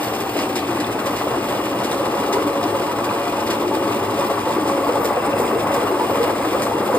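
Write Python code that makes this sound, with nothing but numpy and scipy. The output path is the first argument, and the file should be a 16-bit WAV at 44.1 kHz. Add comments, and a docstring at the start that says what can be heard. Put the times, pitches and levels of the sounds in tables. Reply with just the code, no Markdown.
"""Thick paint gulps, slaps and spatters in a bucket, churned by a motor-driven shaft close by in a workshop.
The vortex swallows air pockets, which pulsate and ring the bucket; a wave circles the wall, bubbles pop,
sheets of paint burst into drops, and the air funnel round the shaft hoots at its resonances.
Throughout, the motor hums, its fan cowl rasps and its speed drive whistles thinly, with brief flares."""
import sys
import numpy as np
from scipy import signal
from scipy.fft import rfft, irfft
from scipy.io import wavfile
from scipy.ndimage import uniform_filter1d

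SR = 44100
rng = np.random.default_rng(int(sys.argv[2]) if len(sys.argv) > 2 else 0)


def waveform_to_disk(signal):
    """Save audio, clipped to [-1, 1], as 16-bit WAV at the path in sys.argv[1]."""
    frames = np.transpose(np.atleast_2d(signal))
    scaled = np.clip(frames, -1, 1) * 32767
    samples = np.round(scaled).astype(np.int16)
    wavfile.write(sys.argv[1], SR, samples)


N = 307818
TIME = np.arange(N) / SR
FREQ = np.arange(N // 2 + 1) * SR / N

# modes of the bucket's air column and wall: (frequency [Hz], bandwidth [Hz], gain [dB])
BUCKET_MODES = [(125, 16, -8.5), (158, 7.4, -0.5), (207, 15, 0), (231.7, 14.4, -0.5), (295.2, 21.4, 5),
                (308, 8.7, 0.5), (351.2, 9.2, 6.5), (400, 22, 5.5), (445, 17, -15), (475, 20, -13.5),
                (687, 36, -0.5), (818, 23, -3), (872, 16.6, 3), (980, 18, -0.5), (1012, 35, -10),
                (1117, 91, -6), (1156, 50, -14), (1272, 34, -6)]
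# modes of the steel shaft and bearing housing: (frequency [Hz], bandwidth [Hz], gain [dB])
STEEL_MODES = [(1970, 120, -6), (3300, 140, -13), (4250, 110, -10), (5200, 160, -10)]
# the listener moves over the rim, then back to face the motor:
# (time [s], gain of the bucket's modes [dB], cowl level [dB], spatter level [dB])
LISTENER_PATH = [(0, -4, -56, -32.5), (1, -7, -46, -33.5), (2, 2, -66, -32), (3, 5.5, -60, -34),
                 (4.2, 3, -45, -32), (4.8, 2.5, -40.5, -33.5), (5.4, -3, -37, -35.5), (6.2, -0.5, -40, -32),
                 (6.98, 1.5, -38.5, -34)]
# rotation of the shaft and of the wave circling the wall: (rate [Hz], time of one crest [s])
SHAFT, SWIRL = (14.12, .006), (2.583, .38)


def undb(db):
    """Amplitude ratio of a level in decibels."""
    return 10 ** (np.asarray(db) / 20)


def unit(x):
    """A signal scaled to rms 1."""
    return x / np.sqrt(np.mean(x ** 2))


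def even(x, span_s=0.1):
    """A signal divided by its running rms, which removes slow surges."""
    return x / np.sqrt(uniform_filter1d(x ** 2, int(span_s * SR)))


def curve(table, column):
    """One column of a table, interpolated linearly in time."""
    rows = np.array(table)
    return np.interp(TIME, rows[:, 0], rows[:, column])


def across(points):
    """(frequency [Hz], value) points, interpolated on a log-frequency axis."""
    hz, value = np.transpose(points)
    return np.interp(np.log(FREQ + 1), np.log(hz + 1), value)


def add(track, start_s, sound):
    """Superpose a sound on a track."""
    start = int(np.clip(start_s * SR, 0, N - 1))
    track[start:start + len(sound)] += sound[:N - start]


def swing(hz, crest_s):
    """Simple harmonic motion between -1 and 1."""
    return np.cos(2 * np.pi * hz * (TIME - crest_s))


def band_noise(hz, width_hz):
    """Noise in a Gaussian band, rms 1."""
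    band = np.exp(-.5 * ((FREQ - hz) / width_hz) ** 2)
    return unit(irfft(rfft(rng.standard_normal(N)) * band, N))


def drift(width_hz):
    """Slow random fluctuation: low-pass noise of rms 1."""
    return band_noise(0, width_hz)


def clicks(per_s, spread_db):
    """Shot noise: tiny random impacts, a few much stronger than the rest."""
    size = undb(spread_db * np.minimum(rng.exponential(size=N), 2 * np.e))
    return unit((rng.random(N) < per_s / SR) * size * rng.choice([-1, 1], N))


def bursts(per_s, fall_s):
    """Power envelope of Poisson-timed bursts with exponential decay, mean 1."""
    hits = (rng.random(N) < per_s / SR) * rng.uniform(.2, 1, N) ** 2
    power = signal.lfilter([1], [1, -np.exp(-1 / (fall_s * SR))], hits)
    return power / power.mean()


def resonate(x, spectrum, modes, ring_gain=1):
    """Forced vibration: a spectrally shaped excitation plus the damped modes it drives, rms 1."""
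    shaped = rfft(x) * undb(across(spectrum))
    response = sum(undb(db) * 1j * FREQ * width / (hz ** 2 - FREQ ** 2 + 1j * FREQ * width)
                   for hz, width, db in modes)
    return unit(irfft(shaped, N) + ring_gain * irfft(shaped * response, N))


def breathy(hz, width_hz, clear=0):
    """A resonance driven by turbulence: narrow-band noise round a moving pitch, plus any clear tone."""
    phase = 2 * np.pi * np.cumsum(hz) / SR
    return (clear + drift(width_hz)) * np.cos(phase) + drift(width_hz) * np.sin(phase)


def bubble(hz, cycles, glide):
    """A damped pulsation that peaks after `cycles` periods, its pitch risen by the fraction `glide`."""
    age = np.arange(int(2 * np.pi * cycles * SR / hz)) * hz / SR / cycles
    envelope = np.e * age * np.exp(-age)
    return envelope * np.sin(2 * np.pi * (cycles * (age + glide * age ** 2 / 2) + rng.random()))


def pockets(low_hz, high_hz, count, glide=0.046):
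    """Entrained air pockets pulsate, each at its natural frequency, over the noise of the flow."""
    out = np.zeros(N)
    for when, pitch, size in rng.random((count, 3)):
        hz = low_hz * (high_hz / low_hz) ** pitch
        add(out, when * N / SR, (size + .2) ** -.3 * bubble(hz, 1.3, glide))
    return unit(out) + rng.standard_normal(N)


def sloshed(x, delay_s=.00022, pace_hz=5):
    """Heaving paint alters the bucket's air space; a wandering delay bends its resonances slightly."""
    return np.interp(TIME + delay_s * drift(pace_hz), TIME, x)


def churning():
    """Air entrained by the vortex and slaps on the wall drive the bucket's modes."""
    # strength of the flow, relative: (time [s], deep gulps [dB], lighter gulps [dB], slaps [dB])
    levels = [(0.0, -27.5, -29, -29), (0.35, -30, -29.5, -29), (0.36, -25.5, -26.5, -29),
              (0.67, -26.5, -30.5, -29.5), (1.2, -26.5, -28, -27), (2.21, -26.5, -26, -26),
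              (3.42, -27.5, -29.5, -26.5), (3.63, -24, -24.5, -26.5), (4.44, -28.5, -33, -25.5),
              (4.63, -24.5, -26, -26), (5.07, -26.5, -23.5, -25), (5.15, -31, -28, -23),
              (5.27, -25, -25, -25.5), (6.71, -27, -24, -26), (6.9, -25, -23.5, -25.5)]
    # spectra of large pockets, smaller pockets and slaps: (frequency [Hz], relative level [dB])
    deep_spectrum = [(100, -36), (175, -11), (210, -9), (300, -3), (370, -1), (450, -10), (800, -45)]
    gulp_spectrum = [(200, -8), (330, -8), (400, -9.5), (470, -3), (560, -2), (680, -9.5), (850, -8),
                     (1500, -44), (4000, -70)]
    slap_spectrum = [(250, -17), (550, -7), (780, -3.5), (1120, -4), (1400, -11), (1700, -14.5),
                     (2100, -18.5), (3200, -50), (8000, -68)]
    ring_gain = undb(curve(LISTENER_PATH, 1))

    deep = even(resonate(pockets(187.8, 394.6, count=2600), deep_spectrum, BUCKET_MODES, ring_gain))
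    deep *= undb(curve(levels, 1) - 0.6)
    gulps = even(resonate(pockets(381, 739, count=2000), gulp_spectrum, BUCKET_MODES, ring_gain))
    gulps *= undb(curve(levels, 2) - 0.93)
    impacts = rng.standard_normal(N) * np.sqrt(1 + bursts(per_s=70, fall_s=0.0087))
    slaps = even(resonate(impacts, slap_spectrum, BUCKET_MODES, ring_gain))
    slaps *= undb(curve(levels, 3) + 1.27 + 0.67 * swing(*SWIRL))
    surge = undb(0.86 * drift(8.7))
    return sloshed(deep + (gulps + slaps) * surge) * undb(0.06 * swing(*SHAFT))


def funnel_note(waver_hz=6):
    """Cavity resonance: turbulence blows a hollow, breathy note in the air funnel round the shaft."""
    # resonance of the funnel: (time [s], frequency [Hz], level [dB])
    resonance = [(0, 800, -34), (.6, 752, -34.5), (1, 700, -56), (1.5, 565.5, -34.5), (2.2, 558.5, -31.5),
                 (3.2, 566.3, -31), (4, 560.2, -33.5), (5.3, 558.6, -31), (6.2, 553, -37), (6.98, 562, -38)]
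    note = breathy(curve(resonance, 1) + waver_hz * drift(14.4), width_hz=12, clear=0.6)
    return even(note, span_s=0.22) * undb(curve(resonance, 2))


def spatter(shaft_db=1.1, swirl_db=0.5, mist=1.25):
    """Torn films shed droplets whose shot noise rings the steel, modulated by shaft and circling wave."""
    # spectrum of the droplets: (frequency [Hz], relative level [dB])
    spectrum = [(700, -25), (1500, -5.5), (2100, -3.5), (2650, 0.5), (3300, -4.5), (3900, -7.5),
                (5200, -9.5), (6200, -12), (7300, -13.5), (9000, -11), (10500, -14.5), (11600, -10),
                (13300, -19.5), (15500, -12.5)]
    tearing = np.sqrt(.6 + .4 * bursts(per_s=70, fall_s=.009))
    droplets = clicks(per_s=2500, spread_db=2.5) + mist * rng.standard_normal(N)
    level_db = curve(LISTENER_PATH, 3) + shaft_db * swing(*SHAFT) + swirl_db * swing(*SWIRL)
    return resonate(droplets, spectrum, STEEL_MODES) * undb(level_db) * tearing


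def motor(hum_hz=104, hum_db=-46, rumble_db=-37.5, throb_db=1.5, flicker_db=2.0):
    """Motor vibration: rumble, hum and singing iron, which throbs as the circling wave loads the shaft."""
    # bands in which the iron sings: (frequency [Hz], width [Hz], level [dB])
    iron_bands = [(8070, 80, -56), (8980, 70, -55), (14960, 115, -46)]
    # spectrum of the rumble: (frequency [Hz], relative level [dB])
    spectrum = [(30, -36), (48, -18), (70, -14.5), (95, -3), (120, -2), (150, -9), (180, -5), (260, -13.5),
                (600, -62)]
    load = swing(*SWIRL)
    singing = sum(undb(db + throb_db * load + flicker_db * drift(22)) * band_noise(hz, width)
                  for hz, width, db in iron_bands)
    rumble = undb(rumble_db) * resonate(rng.standard_normal(N), spectrum, BUCKET_MODES)
    hum = undb(hum_db) * band_noise(hum_hz, 3.1)
    return rumble + hum + singing


def fan_cowl():
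    """Quick bursts of rattling excite the modes of the fan cowl, heard as a rasp."""
    # spectrum of the rattle: (frequency [Hz], relative level [dB])
    spectrum = [(1200, -28), (1800, 1.5), (2200, 14.5), (2600, 4.5), (2900, -14), (3200, -31), (4500, -15),
                (5100, 11.5), (5600, -24), (7000, 5), (9500, 9.5), (12000, -39), (15000, 10)]
    # modes of the cowl: (frequency [Hz], bandwidth [Hz], gain [dB])
    modes = [(2000, 160, 10), (2530, 290, 4.8), (4860, 160, 2.02)]
    rattle = rng.standard_normal(N) * np.sqrt(bursts(per_s=140, fall_s=0.0054))
    return resonate(rattle, spectrum, modes) * undb(curve(LISTENER_PATH, 2))


def housing_whine(fin_hz=2858, flicker_db=3.5):
    """The fan's rasp drives a cavity resonance of the motor housing; the cooling fins ring beside it."""
    # the housing as the listening angle shifts: (time [s], rasp centre [Hz], rasp [dB], fins [dB])
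    housing = [(0, 2750, -45, -49), (.35, 2610, -48, -48), (.7, 2555, -42, -58), (1.4, 2580, -47, -46),
               (1.8, 2530, -46, -44), (2.4, 2690, -63, -56), (3.2, 2490, -42, -47), (4.3, 2600, -61, -53),
               (4.8, 2687, -47, -58), (5.4, 2670, -39, -60), (5.8, 2710, -50, -48), (6.4, 2780, -50, -53),
               (6.98, 2730, -47, -53)]
    cavity = breathy(curve(housing, 1), width_hz=75)
    rasp = unit(cavity * np.sqrt(1 + bursts(per_s=71, fall_s=0.0044)))
    fins = band_noise(fin_hz, 28) * undb(flicker_db * drift(15))
    return rasp * undb(curve(housing, 2)) + fins * undb(curve(housing, 3))


def drive_whistle(field_hz=28.6, flare_s=0.03, waver_db=1.2):
    """Modulation by the motor's rotating field splits each switching tone into a pair of sidebands."""
    # switching tones of the speed drive: (frequency [Hz], resting level per sideband [dB])
    tones = [(13852, -59), (14236, -65)]
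    # brief flares of the whistle: (time [s], tone [index], level per sideband [dB])
    flares = [(.04, 0, -41), (.12, 1, -47), (.18, 0, -51), (.21, 1, -44), (.32, 0, -44), (.59, 0, -54),
              (1.07, 0, -50), (1.15, 0, -53), (1.24, 1, -51), (1.46, 0, -49), (1.56, 1, -52),
              (1.66, 0, -48), (2.15, 0, -51), (2.23, 0, -52), (2.34, 0, -51), (2.67, 0, -52),
              (2.77, 1, -54), (3.45, 1, -51), (3.47, 0, -49), (3.94, 0, -50), (4.25, 1, -52),
              (4.27, 0, -48), (4.88, 0, -50), (5.04, 0, -40), (5.42, 0, -49), (5.53, 0, -45),
              (5.75, 0, -52), (5.89, 0, -46), (6.11, 0, -45), (6.28, 0, -47), (6.66, 0, -47),
              (6.87, 0, -46)]
    out = np.zeros(N)
    for tone, (hz, rest_db) in enumerate(tones):
        sidebands = sum(np.sin(2 * np.pi * (hz + side * field_hz) * TIME + 1.2 * drift(8))
                        for side in (-1, 1))
        flaring = sum(undb(db) * np.exp(-.5 * ((TIME - peak_s) / flare_s) ** 2)
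                      for peak_s, which, db in flares if which == tone)
        out += sidebands * np.hypot(undb(rest_db), flaring) * undb(waver_db * drift(8))
    return out


def popping(ring_s=0.00073, glide=0.0076):
    """Small bubbles resonate briefly as they burst: a few clear chirps among many tiny ones."""
    # clear pops at the surface: (time [s], frequency [Hz], relative level [dB])
    pops = [(0.441, 8100, -33), (0.608, 4000, -30), (0.845, 3460, -24), (1.921, 3700, -25),
            (2.63, 3700, -30), (3.092, 2520, -22), (3.752, 4650, -29), (5.264, 8420, -30),
            (5.332, 2610, -23), (5.479, 3200, -31), (5.746, 7250, -33), (6.954, 6700, -33)]
    out = np.zeros(N)
    for time_s, hz, db in pops:
        add(out, time_s - 0.81 * ring_s, undb(db + 4) * bubble(hz, hz * ring_s, glide))
    for when, pitch, size in rng.random((500, 3)):
        hz = 1800 * 6 ** pitch
        db = -47 + 14 * size ** 2 - 7 * pitch
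        add(out, when * N / SR, undb(db) * bubble(hz, 4., glide))
    return out


def splashing(gain_db=7.0, split_hz=6000, rise_s=.001, hold_s=.008):
    """Atomisation: sheets of paint burst into coarse drops that splat and fine ones that fizz."""
    # bursting sheets, levels relative: (peak time [s], splat [dB], fizz [dB], power decay time [s])
    splashes = [(0.03, -33.5, -38, 0.0073), (0.148, -38, -49, .003), (0.205, -37, -37.5, 0.0069),
                (0.39, -33, -43, 0.011), (0.557, -29, -36, 0.012), (0.8, -33, -39.5, 0.0054),
                (0.915, -41, -42, .008), (1.06, -36.5, -41, 0.016), (1.163, -33.5, -42, 0.0081),
                (1.84, -34, -38, 0.0088), (1.915, -34.5, -38, 0.014), (2.328, -28.5, -34, 0.0053),
                (2.468, -55, -43, .005), (2.63, -34, -44, 0.0096), (3.042, -35, -39, 0.0067),
                (3.148, -45, -45, .003), (3.403, -39, -46, 0.004), (3.469, -34, -44, 0.01),
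                (3.504, -28.5, -36, 0.009), (3.68, -38, -46, 0.004), (3.748, -43, -46, 0.003),
                (4.193, -39, -42, .006), (4.245, -45, -47, .003), (4.677, -38, -39, 0.018),
                (5.047, -36, -36, 0.0099), (5.39, -41, -36.5, .013), (5.478, -44, -55, 0.0049),
                (5.741, -42, -40, 0.0065), (6.621, -33, -35, 0.013), (6.95, -41, -40, .012)]
    # bright spectrum of the shower: (frequency [Hz], relative level [dB])
    spectrum = [(600, -27), (1500, 5), (2600, 5), (3700, 1.5), (5200, 2.5), (7000, 2), (9000, 2.5),
                (11600, 4), (13500, -4), (15500, -22)]
    splat_power, fizz_power = np.zeros(N), np.zeros(N)
    for peak_s, splat_db, fizz_db, fall_s in splashes:
        age = TIME - peak_s
        shower = np.exp(np.where(age < 0, age / rise_s, -np.maximum(age - hold_s, 0) / fall_s))
        splat_power += undb(splat_db) ** 2 * shower
        fizz_power += undb(fizz_db) ** 2 * shower
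    drops = resonate(clicks(per_s=2400, spread_db=1.5), spectrum, STEEL_MODES)
    coarse = irfft(rfft(drops) / (1 + (FREQ / split_hz) ** 8), N)
    fine = drops - coarse
    return undb(gain_db) * (coarse * np.sqrt(splat_power) + fine * np.sqrt(fizz_power))


def gurgling(ring_s=0.00753, glide=0.013, knock_cycles=0.93):
    """Damped oscillation: large air pockets collapse with throaty notes, among a few short, dull knocks."""
    # collapsing air pockets: (peak time [s], frequency [Hz], level [dB])
    gulps = [(0.386, 310, -19), (0.47, 370, -26), (0.522, 303, -20), (0.566, 335, -18), (0.694, 331, -18),
             (0.76, 323, -19), (0.796, 294, -18), (0.985, 348, -21), (1.07, 537, -20), (1.381, 308, -18),
             (2.001, 548, -18), (2.087, 301, -20), (2.341, 385, -14), (2.374, 434, -15), (2.456, 284, -18),
             (2.661, 303, -14.5), (3.502, 334, -18), (3.577, 496, -31), (3.675, 347, -17.5),
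             (3.733, 369.4, -21), (3.776, 308, -16.5), (3.862, 304, -17.5), (4.129, 301, -21),
             (4.193, 560, -16), (4.252, 352, -19), (4.475, 490, -18), (4.571, 351, -14.5),
             (4.626, 294, -18), (4.687, 296.5, -14.5), (4.755, 290, -20), (4.702, 1076, -18.5),
             (4.839, 1084, -19), (4.898, 485, -18), (4.959, 846, -21), (5.008, 465, -17),
             (5.015, 1118, -25), (5.179, 487, -16), (5.404, 460, -14.5), (5.42, 397, -17.5),
             (5.49, 298, -22), (5.56, 440, -17), (5.745, 531, -18), (5.756, 1054, -20), (5.772, 882, -21),
             (5.884, 295, -23), (5.925, 370, -17), (5.946, 352, -18), (6.01, 853, -18), (6.119, 548, -17.5),
             (6.206, 460, -12.5), (6.28, 352, -17), (6.476, 290, -18.5), (6.54, 512, -18),
             (6.612, 570, -16), (6.723, 877, -18.5), (6.804, 292, -21), (6.947, 487, -10.5),
             (6.97, 416, -14)]
    # short, dull low knocks within the churning: (peak time [s], frequency [Hz], level [dB])
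    knocks = [(0.355, 487, -16.5), (1.271, 565, -11), (1.321, 986, -20), (5.735, 590, -14),
              (6.267, 627, -23)]
    out = np.zeros(N)
    for peak_s, hz, db in gulps:
        add(out, peak_s - ring_s, undb(db) * bubble(hz, hz * ring_s, glide))
    for peak_s, hz, db in knocks:
        add(out, peak_s - knock_cycles / hz, undb(db) * bubble(hz, knock_cycles, glide=0))
    return out


def hooting(swell_s=0.02, waver_hz=5):
    """The air funnel pinches round the shaft and sounds one of its resonances in a short, wavering note."""
    # hoots of the funnel: (peak time [s], frequency [Hz], level [dB])
    hoots = [(1.8, 978, -26), (2.061, 554, -24), (2.204, 880, -27), (2.231, 559, -26), (2.367, 976, -21.5),
             (2.401, 558, -22), (2.49, 562, -24), (2.571, 564, -27), (2.64, 710, -25), (2.762, 553, -20),
             (2.78, 872, -32), (2.905, 963, -24.5), (3.0, 560, -25), (3.0, 698, -31), (3.197, 886, -30),
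             (3.27, 710, -24), (3.401, 863, -29), (3.741, 876, -25.5), (3.83, 552, -22.5),
             (4.306, 563, -23), (4.469, 897, -24), (4.571, 976, -28), (4.735, 557, -19), (4.83, 542, -24),
             (4.973, 556, -23), (5.109, 848, -31), (5.347, 558, -20), (5.422, 863, -28), (5.449, 563, -25),
             (5.952, 875, -24), (6.007, 970, -24), (6.177, 562, -21), (6.299, 866, -25), (6.891, 884, -28)]
    out = np.zeros(N)
    phase_drift = 2 * np.pi * np.cumsum(waver_hz * drift(13.97)) / SR
    for peak_s, hz, db in hoots:
        near = np.abs(TIME - peak_s) < 4 * swell_s
        age = TIME[near] - peak_s
        envelope = undb(db) * np.exp(-.5 * (age / swell_s) ** 2)
        out[near] += envelope * np.sin(2 * np.pi * hz * age + phase_drift[near])
    return out


def stereo_field(x, reverb_s=.3):
    """Direct sound differs in phase and level at two close points; the walls add a diffuse field."""
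    # phase difference: (frequency [Hz], lead of left over right [rad])
    phase_lead = [(0, -0.0), (1300, -0.2), (2000, 0.8), (2450, 2.2), (2750, 2.65), (2900, 2.5), (3600, 1.2),
                  (4600, 1.7), (5050, 0.8), (5600, 3.1), (6100, 3.4), (7700, 6.3), (8600, 6.5),
                  (10500, 9.4), (11100, 9.5), (13100, 12.5), (14300, 13.3), (15500, 15.7)]
    # level difference: (frequency [Hz], left minus right [dB])
    balance = [(60, 0.0), (110, 0.0), (200, 1.0), (380, 1.4), (700, 2.5), (1290, 3.0), (2380, 0.0),
               (4400, 0.0), (8120, 0.0), (15000, 0.0)]
    # scattered sound that differs between the sides: (frequency [Hz], level re direct sound [dB])
    diffuse = [(60, -33), (250, -23), (600, -11), (1200, -7), (2500, -10), (4800, -8), (5800, -17),
               (7000, -9), (9500, -9), (10800, -20), (12000, -9), (15000, -11)]
    wash = rfft(rng.standard_normal(N) * undb(-60 * TIME / reverb_s))
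    wash = wash / np.sqrt(np.mean(np.abs(wash) ** 2)) * undb(across(diffuse))
    side = np.array([[1], [-1]])
    gain = undb(side * across(balance) / 2)
    lead = np.interp(FREQ, *np.transpose(phase_lead))
    return irfft(rfft(x) * (1 + side * wash) * gain * np.exp(.5j * side * lead), N)


def scene():
    """Superposition of paint and machine; the cowl is straight ahead and reaches both sides at once."""
    paint = churning() + funnel_note() + hooting() + gurgling() + spatter() + splashing() + popping()
    machine = motor() + housing_whine() + drive_whistle()
    return stereo_field(paint + machine) + fan_cowl()


def record(dry):
    """Band limiting: steep filters remove the deepest bass and the highest treble."""
    highpass = signal.butter(8, 40, "highpass", fs=SR, output="sos")
    lowpass = signal.ellip(12, .2, 80, 15130, fs=SR, output="sos")
    return signal.sosfilt(lowpass, signal.sosfilt(highpass, dry))


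dry = scene()
out = record(dry)
waveform_to_disk(out)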